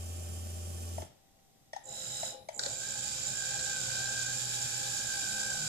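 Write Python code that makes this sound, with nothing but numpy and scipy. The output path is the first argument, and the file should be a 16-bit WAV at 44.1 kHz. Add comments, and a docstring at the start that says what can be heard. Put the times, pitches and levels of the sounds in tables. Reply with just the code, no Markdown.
"""In a quiet room, a model gantry crane works on a wooden table. Its hoist (the winch) hums and stops,
and switches click. The slewing motor, which turns the crane, is fed in pulses and chatters in two
bursts. The trolley sets off with a jolt, its gear teeth whirring and whining. The motors shake the
rails and the hollow girder, and an idling appliance adds a faint tone."""
import sys
import numpy as np
from scipy import signal
from scipy.fft import rfft, irfft, next_fast_len
from scipy.io import wavfile
from scipy.ndimage import uniform_filter1d, map_coordinates

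SR = 44100
rng = np.random.default_rng(int(sys.argv[2]) if len(sys.argv) > 2 else 0)


def file_out(sig):
    """Save sig as 16-bit WAV at sys.argv[1]."""
    # one column per channel
    cols = np.atleast_2d(sig).T
    # limit, then scale
    lim = np.clip(cols, -1, 1)
    pcm = np.round(lim * 32767).astype(np.int16)
    wavfile.write(sys.argv[1], SR, pcm)


N = 250488
TIME = np.arange(N) / SR
DRIVE_HZ = 58.15  # power pulses a second
HOIST_STOP_S, TROLLEY_START_S, COAST_S = 1.01, 2.594, .13

# runs of the slewing motor: (start [s], stop [s], relative chatter level [dB], whirr level [dB])
SLEW_RUNS = [(1.836, 2.272, -44, -45), (2.529, 5.8, -41.9, -54)]
# how the crane's sound leans to one side: (frequency [Hz], left minus right [dB])
CRANE_BALANCE = [(120, -1), (300, 3), (500, 5), (690, 15.5), (1100, -4), (1550, -5.5), (1850, 31.5),
                 (2400, -0.5), (3400, 0), (4700, 1), (5600, 8), (6600, -10.5), (9000, -8.5), (12000, -17.5)]


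def trolley():
    """Gear teeth whirr and whine as they meet, and sing when their rate nears the gears' resonance."""
    # how fast the teeth meet: (time [s], tooth rate [Hz])
    tooth_rates = [(2.72, 747), (2.89, 815), (3.31, 836), (3.43, 798), (3.53, 811), (3.7, 793),
                   (3.83, 761.6), (4.02, 790.6), (4.15, 795.6), (4.26, 781.6), (4.41, 829.4), (4.76, 828),
                   (5.03, 817.4), (5.12, 793.5), (5.2, 804.4), (5.28, 777.3), (5.48, 793.4), (5.68, 757)]
    # singing tones: (multiple of the tooth rate, shift [multiples of the pulse rate], level [dB])
    song_tones = [(2, 0, -1.5), (2, -1, -5.5), (2, 0.86, -10.5)]
    # rougher tones that last while the gears turn: same columns
    buzz_tones = [(1, -0.18, -16), (2, -2, -17), (2, -1, -20), (2, 1, -16), (2, 1.3, -20), (3, 0, -13),
                  (3, 1.2, -33)]
    # when the teeth press hard enough to sing: (start [s], stop [s], relative level [dB])
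    pressing_spells = [(2.74, 3.064, -5), (3.285, 5.8, -0.5)]
    # tone colour of the gears: (frequency [Hz], level [dB])
    gear_colour = [(250, -7), (420, -11.5), (800, -14), (1100, -10.5), (1400, -5.5), (1950, -19),
                   (2400, -6), (3500, -3), (4500, 1.5), (6300, 1), (8500, -2), (11500, -17.5), (14500, -24)]
    # where the gears ring: (frequency [Hz], width [Hz], boost [dB])
    gear_rings = [(2323, 48, 10.5), (2435, 46, 11.4), (3133, 300, 5.8), (3500, 70, 2), (3874, 99, 5.9),
                  (4633, 55, 9.3), (5170, 86, 7.2), (5420, 200, 3.1), (6260, 70, 3.4)]
    # how the housing lets the whine through: (frequency [Hz], gain [dB])
    housing = [(1000, 2.5), (1400, -5), (1500, -0.5), (1600, 0), (1660, -5.5), (1730, -3), (2200, -1)]
    resonance_hz, resonance_width_hz = 791.2, 32
    tooth_hz = np.interp(TIME, *np.transpose(tooth_rates))
    phase = turning(tooth_hz * (1 + 0.0014 * wobble(45)))
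    level = np.hypot(amp(-43.5) * rolling(), amp(-51) * shudder(TROLLEY_START_S))
    teeth = contacts(rate=3000, scatter_db=3.5, apart=0.74) * amp(0.55 * wobble(28))
    whirr = amp(2) * level * unit(body(teeth, gear_colour, gear_rings))
    pressing = sum(amp(db) * spin_up(start, 0.046) * coast(stop, .12)
                   for start, stop, db in pressing_spells)
    resonance = 1 / np.hypot(1, 2 * (tooth_hz - resonance_hz) / resonance_width_hz)
    song = amp(-43) * pressing * resonance * unit(tooth_tones(song_tones, phase, rough=.16, waver_db=1.6))
    buzz = np.maximum(pressing, amp(-8.5)) * tooth_tones(buzz_tones, phase, rough=0.79, waver_db=2.5)
    rasp_colour = [(1000, -34.5), (1380, -5), (1540, 11), (1640, 4), (1780, -9), (2200, -45.5)]
    rasp = amp(-9.5) * unit(body(noise(apart=0.88), rasp_colour))
    whine = filtered(song + level * (buzz + rasp), lambda hz: amp(along(housing, hz)))
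    return (place(whirr, CRANE_BALANCE, echo_db=-5)
            + place(whine, [(800, 9), (1550, 2.5), (2400, 0)], echo_db=-12, lag_ms=.61))


def slewing():
    """The motor's brushes (sliding contacts) chatter with every power pulse; its small gearbox rings."""
    # tone colours: (frequency [Hz], level [dB])
    brush_colour = [(3000, -74), (5800, -20), (6700, -2), (7600, 2), (8500, -13.5), (10000, -29),
                    (12000, -35.5), (14500, -35)]
    gearbox_colour = [(300, -16), (900, -18), (1500, -8.5), (2000, -16), (3000, -11.5), (4500, -12.5),
                      (6000, -10.5), (8000, -7), (14000, -21)]
    # where each part rings: (frequency [Hz], width [Hz], boost [dB])
    brush_rings = [(7160, 330, 9.4), (6730, 58, 5.2), (7440, 150, 3), (7600, 23, 2.1)]
    gearbox_rings = [(2450, 160, 7), (2980, 200, 6.4), (3890, 400, 18.6), (5200, 640, 13)]
    # lean to one side: (frequency [Hz], left minus right [dB])
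    brush_balance = [(6000, -8.5), (7200, -16), (9000, -15), (12000, -23)]
    gearbox_balance = [(600, -1), (2000, 3.5), (3900, 2.5), (5200, 6.5), (8000, -10)]
    chatter, whirr, _ = slew_levels()
    # at low speed the motor moves in separate jerks, one for each pulse
    jerks = drive(depth_db=np.interp(chatter, amp([-53, -45]), [9, 2.5]))
    scrape = contacts(rate=2200, scatter_db=1.5, apart=0.8) * jerks * amp(0.28 * wobble(45))
    brushes = amp(1) * chatter * unit(body(scrape, brush_colour, brush_rings))
    teeth = contacts(rate=2700, scatter_db=1.5, apart=0.71) * drive(depth_db=-2.5)
    gearbox = whirr * unit(body(teeth, gearbox_colour, gearbox_rings))
    return place(brushes, brush_balance, echo_db=-6.5) + place(gearbox, gearbox_balance, echo_db=-2)


def hoist():
    """The winch motor hums at its turning rate while its gears hiss, then it coasts to a halt."""
    # tones of the hum: (frequency [Hz], relative level [dB])
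    hum_tones = [(85.3, 4.5), (170.6, -32), (190, -26), (365, -20), (426.5, -27), (508, -27),
                 (597.2, -21.5), (1279.5, -36), (1791, -31.5)]
    # tone colour of the gears: (frequency [Hz], level [dB])
    hiss_colour = [(40, 5), (110, 18.5), (200, 9), (330, 8.5), (650, 5.5), (1000, -3.5), (2200, -7.5),
                   (3100, 2.5), (4100, -6.5), (5500, 3), (8500, -3.5), (11500, -5), (14500, -5.5)]
    # where the gears ring: (frequency [Hz], width [Hz], boost [dB])
    hiss_rings = [(7360, 590, 8), (9570, 600, 10.5), (4620, 97, 2)]
    # lean to one side: (frequency [Hz], left minus right [dB])
    balance = [(85, 0), (130, 0), (200, 18.5), (280, -2.5), (600, 14), (1100, -4.5), (1800, 8.5),
               (3000, -0.5), (6000, 4), (7400, -14), (9600, -8), (14000, -7)]
    hum_fall_db_per_s, hiss_fall_db_per_s = 345, 234
    since_stop = np.maximum(TIME - HOIST_STOP_S, 0)
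    tones = sum(amp(db) * np.sin(turning(hz + 0.42 * wobble(12.7))) for hz, db in hum_tones)
    hum = amp(-41 - hum_fall_db_per_s * since_stop) * unit(tones)
    teeth = contacts(rate=6500, scatter_db=3, apart=0.63)
    hiss = amp(-49.5 - hiss_fall_db_per_s * since_stop) * unit(body(teeth, hiss_colour, hiss_rings))
    return place(hum, balance, echo_db=-26, lag_ms=.1) + place(hiss, balance, echo_db=-6)


def clicks():
    """Switches tick and knock their plastic case, the hoist thumps as it stops, and slack gear teeth snap
    together."""
    # switch clicks, and (at 1.025 s) the hoist's thump as it stops: (time [s], knock pitch [Hz], knock level
    # [dB], tick level [dB])
    switches = [(.98, 644, -33, -48), (1.019, 616, -39.5, -43), (1.025, 374, -43.5, -63),
                (1.387, 689, -70, -68), (1.7316, 636, -37.5, -40), (1.7623, 818, -34, -43.5),
                (2.2295, 657, -32.5, -39.5), (2.4865, 635, -33, -39)]
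    # slack gears taking up the load: (time [s], snap level [dB], knock level [dB])
    jolts = [(2.593, -23.8, -47), (2.635, -27.5, -48), (2.6545, -37, -44), (2.661, -27, -37),
             (3.592, -31, -64), (3.904, -37, -74), (4.057, -35, -64), (4.21, -41, -71.5)]
    # tone colours: (frequency [Hz], level [dB])
    tick_colour = [(200, -4), (700, -11), (1300, 0), (1900, -1.5), (3000, 3), (4200, -3.5), (6000, 2),
                   (9000, -8.5), (14000, -27)]
    snap_colour = [(200, -39), (1600, 6), (2800, -25), (3900, 7), (5000, 5), (7500, 2), (10000, -11),
                   (14000, -36)]
    # where the snaps ring: (frequency [Hz], width [Hz], boost [dB])
    snap_rings = [(3630, 300, 5), (4050, 350, 1.3)]
    t = TIME[:SR // 8]

    def burst(fade_s):
        """A puff of noise that falls 60 dB in fade_s."""
        return amp(-60 * t / fade_s) * (1 - np.exp(-t / 0.00033)) * rng.standard_normal(len(t))

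    def knock(hz, swell_s):
        """The case's ringing swells over a few cycles and dies as quickly."""
        return (t / swell_s) ** 2 * np.exp(2 - 2 * t / swell_s) * np.sin(2 * np.pi * hz * t)

    knocks, ticks, snaps = np.zeros((3, N))
    for start, hz, knock_db, tick_db in switches:
        case = knock(hz, swell_s=0.0041) + 0.36 * knock(888, swell_s=0.004)
        knocks[round(start * SR):][:len(t)] += amp(knock_db) * case
        ticks[round(start * SR):][:len(t)] += amp(tick_db) * burst(fade_s=0.03)
    for start, snap_db, knock_db in jolts:
        knocks[round(start * SR):][:len(t)] += amp(knock_db) * knock(530, swell_s=0.0049)
        snaps[round(start * SR):][:len(t)] += amp(snap_db) * burst(fade_s=0.016)
    ticks = body(ticks, tick_colour, [(1870, 190, 13)])
    snaps = body(snaps, snap_colour, snap_rings)
    return (place(knocks, [(500, 8), (900, 8)], echo_db=-9, lag_ms=.4)
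            + place(ticks, [(1900, 6), (5000, 1), (8000, -4)], echo_db=-2)
            + place(snaps, [(1600, 6), (4500, 7), (7200, -6.5)], echo_db=-3))


def frame():
    """The motors shake the rails and drum on the hollow girder; the rails drone under the wheels."""
    # brief swells of the rumble: (time [s], level [dB])
    bumps = [(.95, -54), (1.99, -59), (2.37, -63), (2.62, -55), (3.239, -56), (3.77, -53)]
    # when the rails drone: (start [s], stop [s], pitch [Hz], level [dB])
    drones = [(3.786, 4.7, 121.3, -51), (5.015, 5.7, 210.1, -61), (5.559, 5.8, 152, -49.5)]
    # tone colours: (frequency [Hz], level [dB])
    rumble_colour = [(25, -28), (60, -6), (95, -5), (122, 3.5), (160, -8), (210, -8.5), (260, -17),
                     (400, -15.5), (800, -46.5), (3000, -66)]
    girder_colour = [(100, -37.5), (300, -11), (470, -13), (530, -6), (680, -4.5), (760, -15), (830, -9),
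                     (1000, -21.5), (3000, -60)]
    # where each part rings: (frequency [Hz], width [Hz], boost [dB])
    girder_rings = [(523.6, 11, 13.3), (610, 14, 1.7), (665, 7.8, 7.2), (819, 19, 12)]
    rail_rings = [(149, 17, 3.9), (210, 12, 7.8)]
    speed = slew_levels()[2]
    # the girder shudders when slewing starts or stops and when the trolley sets off
    changes = [time for run in SLEW_RUNS for time in run[:2]] + [TROLLEY_START_S]
    shudders = amp(-52) * sum(shudder(time) for time in changes)
    drumming = np.hypot(amp(-56 + 1.14 * wobble(7)) * np.sqrt(speed), shudders)
    shakes = [amp(-58.5) * speed, amp(-56) * rolling()] + [amp(db) * shudder(time) for time, db in bumps]
    rails = np.linalg.norm(shakes, axis=0) * unit(body(noise(apart=0.38), rumble_colour, rail_rings))
    for start, stop, hz, db in drones:
        level = amp(db + 0.7 * wobble(13)) * spin_up(start, .03) * coast(stop, 0.65)
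        rails += level * unit(np.sin(turning(hz + 1.68 * wobble(20))))
    taps = contacts(rate=1200, scatter_db=0.5, apart=0.17)
    girder = drumming * unit(body(taps, girder_colour, girder_rings))
    return (place(rails, CRANE_BALANCE, echo_db=-14, lag_ms=0.062)
            + place(girder, CRANE_BALANCE, echo_db=-6.5, lag_ms=0.24))


def fizz():
    """A thin, very high sizzle over the running motors, mostly on the right."""
    # how the sizzle rises and falls: (time [s], relative level [dB])
    loudness = [(1.7, -90), (1.8, -74), (2.48, -72), (2.6, -61.5), (2.75, -65), (4.15, -70), (4.4, -53),
                (5.3, -53.5), (5.68, -59)]
    # its tone colour: (frequency [Hz], level [dB])
    colour = [(7000, -37), (9500, 7), (11500, 2), (14500, -15)]
    level = amp(np.interp(TIME, *np.transpose(loudness)))
    return level * unit(body(noise(apart=1), colour)) * amp([[-6], [4]])


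def room_tone():
    """Still air and the faint tone of an idling appliance; the tone is louder until the hoist stops."""
    # tone colour of the air: (frequency [Hz], level [dB])
    colour = [(25, -1), (48, -11), (75, -6), (134, -0.5), (195, -2.5), (340, -9.5), (480, -12.5),
              (720, -12), (1070, -19.5), (1500, -21.5), (2440, -21.5), (7200, -18), (9900, -25),
              (14000, -21.5)]
    balance = [(200, -1.5), (700, 10.5), (1200, -3), (1900, 3), (4000, 3), (7200, -4), (13000, 0)]
    air = unit(body(noise(apart=0.77), colour, [(1930, 89, 11), (48.4, 8, 15)]))
    air = place(air, balance, echo_db=-11, lag_ms=0.1)
    tone_level = amp(-75) + amp(-67) * coast(HOIST_STOP_S, COAST_S)
    tone = tone_level * np.sin(turning(781 + 0.74 * wobble(5.6)))
    return amp(-67.5) * air + tone * amp([[4], [-7]])


def tooth_tones(rows, tooth_phase, rough, waver_db):
    """Tones at multiples of the tooth rate, some shifted by the pulses, unsteady in size and phase."""
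    pulse_phase = turning(DRIVE_HZ)
    return sum(amp(db + waver_db * wobble(18))
               * np.sin(multiple * tooth_phase + shift * pulse_phase + rough * wobble(60))
               for multiple, shift, db in rows)


def contacts(rate, scatter_db, apart):
    """Tiny random hits of teeth or brushes: two streams, each of rate hits a second, spread in stereo."""
    hit = rng.random((2, N)) < rate / SR
    size = amp(scatter_db * np.clip(rng.standard_normal((2, N)), -2, 2))
    return unit(ears(hit * rng.choice([-1, 1], (2, N)) * size, apart))


def drive(depth_db):
    """The controller feeds the motor in pulses, so its push throbs around a steady average power."""
    throb = amp(depth_db * np.cos(2 * np.pi * DRIVE_HZ * (TIME - 1.841)))
    return throb / np.sqrt(uniform_filter1d(throb ** 2, round(SR / DRIVE_HZ)))


def slew_levels():
    """Strength of the slewing motor's chatter and whirr over time, and its speed from 0 to 1."""
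    chatter, whirr, speed = np.zeros((3, N))
    for start, stop, chatter_db, whirr_db in SLEW_RUNS:
        rising, falling = spin_up(start, 0.089), coast(stop, COAST_S)
        chatter += amp(chatter_db) * np.sqrt(spin_up(start, 0.2)) * falling
        whirr += amp(whirr_db) * rising ** 1.6 * falling
        speed += rising * falling
    return chatter, whirr, speed


def rolling():
    """0 to 1: how strongly the trolley runs."""
    return np.sqrt(spin_up(TROLLEY_START_S, rise_s=0.49))


def spin_up(start, rise_s):
    """0 to 1: the rise of a motor gathering speed after it is switched on."""
    return 1 - np.exp(-np.maximum(TIME - start, 0) / rise_s)


def coast(stop, fade_s):
    """1 to 0: friction slows a motor evenly, and its sound follows the square of the speed."""
    return np.clip(1 - (TIME - stop) / fade_s, 0, 1) ** 2


def shudder(start, swell_s=0.059):
    """A swell that reaches 1 and dies away."""
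    age = np.maximum(TIME - start, 0) / swell_s
    return age ** 2 * np.exp(2 - 2 * age)


def body(x, colour, rings=(), size=8192):
    """Let x ring through an object with a broad tone colour and narrow resonances (rings)."""
    hz = np.fft.rfftfreq(size, 1 / SR)
    peaks = sum(boost / (1 + (2 * (hz - centre) / width) ** 2) for centre, width, boost in rings)
    cepstrum = irfft(np.log(amp(along(colour, hz) + peaks)))
    # folding this onto its first half makes the ringing come after each hit, never before
    cepstrum[1:size // 2] *= 2
    cepstrum[size // 2 + 1:] = 0
    ring = irfft(np.exp(rfft(cepstrum)))
    return signal.fftconvolve(np.atleast_2d(x), ring[None] / np.linalg.norm(ring), axes=1)[:, :N]


def place(x, balance, echo_db, lag_ms=0.459):
    """Direct sound, later on the left, plus echoes off table and walls, leaning left or right."""
    # how long the walls echo: (frequency [Hz], time to fall 60 dB [s])
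    echo_times = [(150, 0.15), (800, 0.48), (4000, 0.45), (14000, 0.019)]
    hz, t, spectrum = signal.stft(rng.standard_normal((2, SR // 3)), SR, nperseg=256)
    decay = amp(-60 * t / along(echo_times, hz)[:, None]) + 2 * amp(-60 * t / 0.018)
    tail = signal.istft(spectrum * decay, SR, nperseg=256)[1]
    echo = signal.fftconvolve(np.atleast_2d(x), tail / np.linalg.norm(tail[0]), axes=1)[:, :N]
    direct = filtered(x, lambda f: np.exp(np.outer([-1, 1], 1j * np.pi * f * lag_ms / 1000)))
    pair = filtered(direct + amp(echo_db) * echo, lambda f: amp(np.outer([.5, -.5], along(balance, f))))
    return pair * np.std(x) / np.std(pair.mean(0))  # the average of both sides keeps the level of x


def ears(x, apart):
    """Mix two unrelated signals to left and right; apart is 0 for one spot, 1 for all around."""
    angle = np.clip(apart, 0, 1) * np.pi / 4
    return np.cos(angle) * x[0] + np.sin(angle) * x[1] * np.array([[1], [-1]])


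def noise(apart):
    """A left-right pair of white noise."""
    return ears(rng.standard_normal((2, N)), apart)


def wobble(rate):
    """A smooth curve through rate random values a second."""
    coarse = np.append(TIME[::64], TIME[-1])
    curve = map_coordinates(rng.standard_normal(int(N * rate / SR) + 4), [coarse * rate])
    return np.interp(TIME, coarse, curve)


def turning(hz):
    """The angle (phase) reached by something that turns hz times a second."""
    return 2 * np.pi * np.cumsum(hz + np.zeros(N)) / SR


def filtered(x, response):
    """Multiply each frequency in x by response(frequency)."""
    size = next_fast_len(N + 8192, True)
    return irfft(rfft(x, size) * response(np.fft.rfftfreq(size, 1 / SR)), size)[..., :N]


def along(points, hz):
    """Read between (frequency [Hz], value) points on a log frequency scale."""
    frequencies, values = np.transpose(points)
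    return np.interp(np.log(hz + 1), np.log(frequencies), values)


def amp(db):
    """Turn decibels into a multiplier."""
    return 10 ** (np.asarray(db) / 20)


def unit(x):
    """Scale x to an average power of 1."""
    return x / np.sqrt(np.mean(x ** 2) + 1e-20)


def scene():
    """The whole crane in its room."""
    return trolley() + slewing() + hoist() + clicks() + frame() + fizz() + room_tone()


def record(dry):
    """Cut away the very highest treble."""
    return filtered(dry, lambda hz: hz < 14650)


dry = scene()
out = record(dry)
file_out(out)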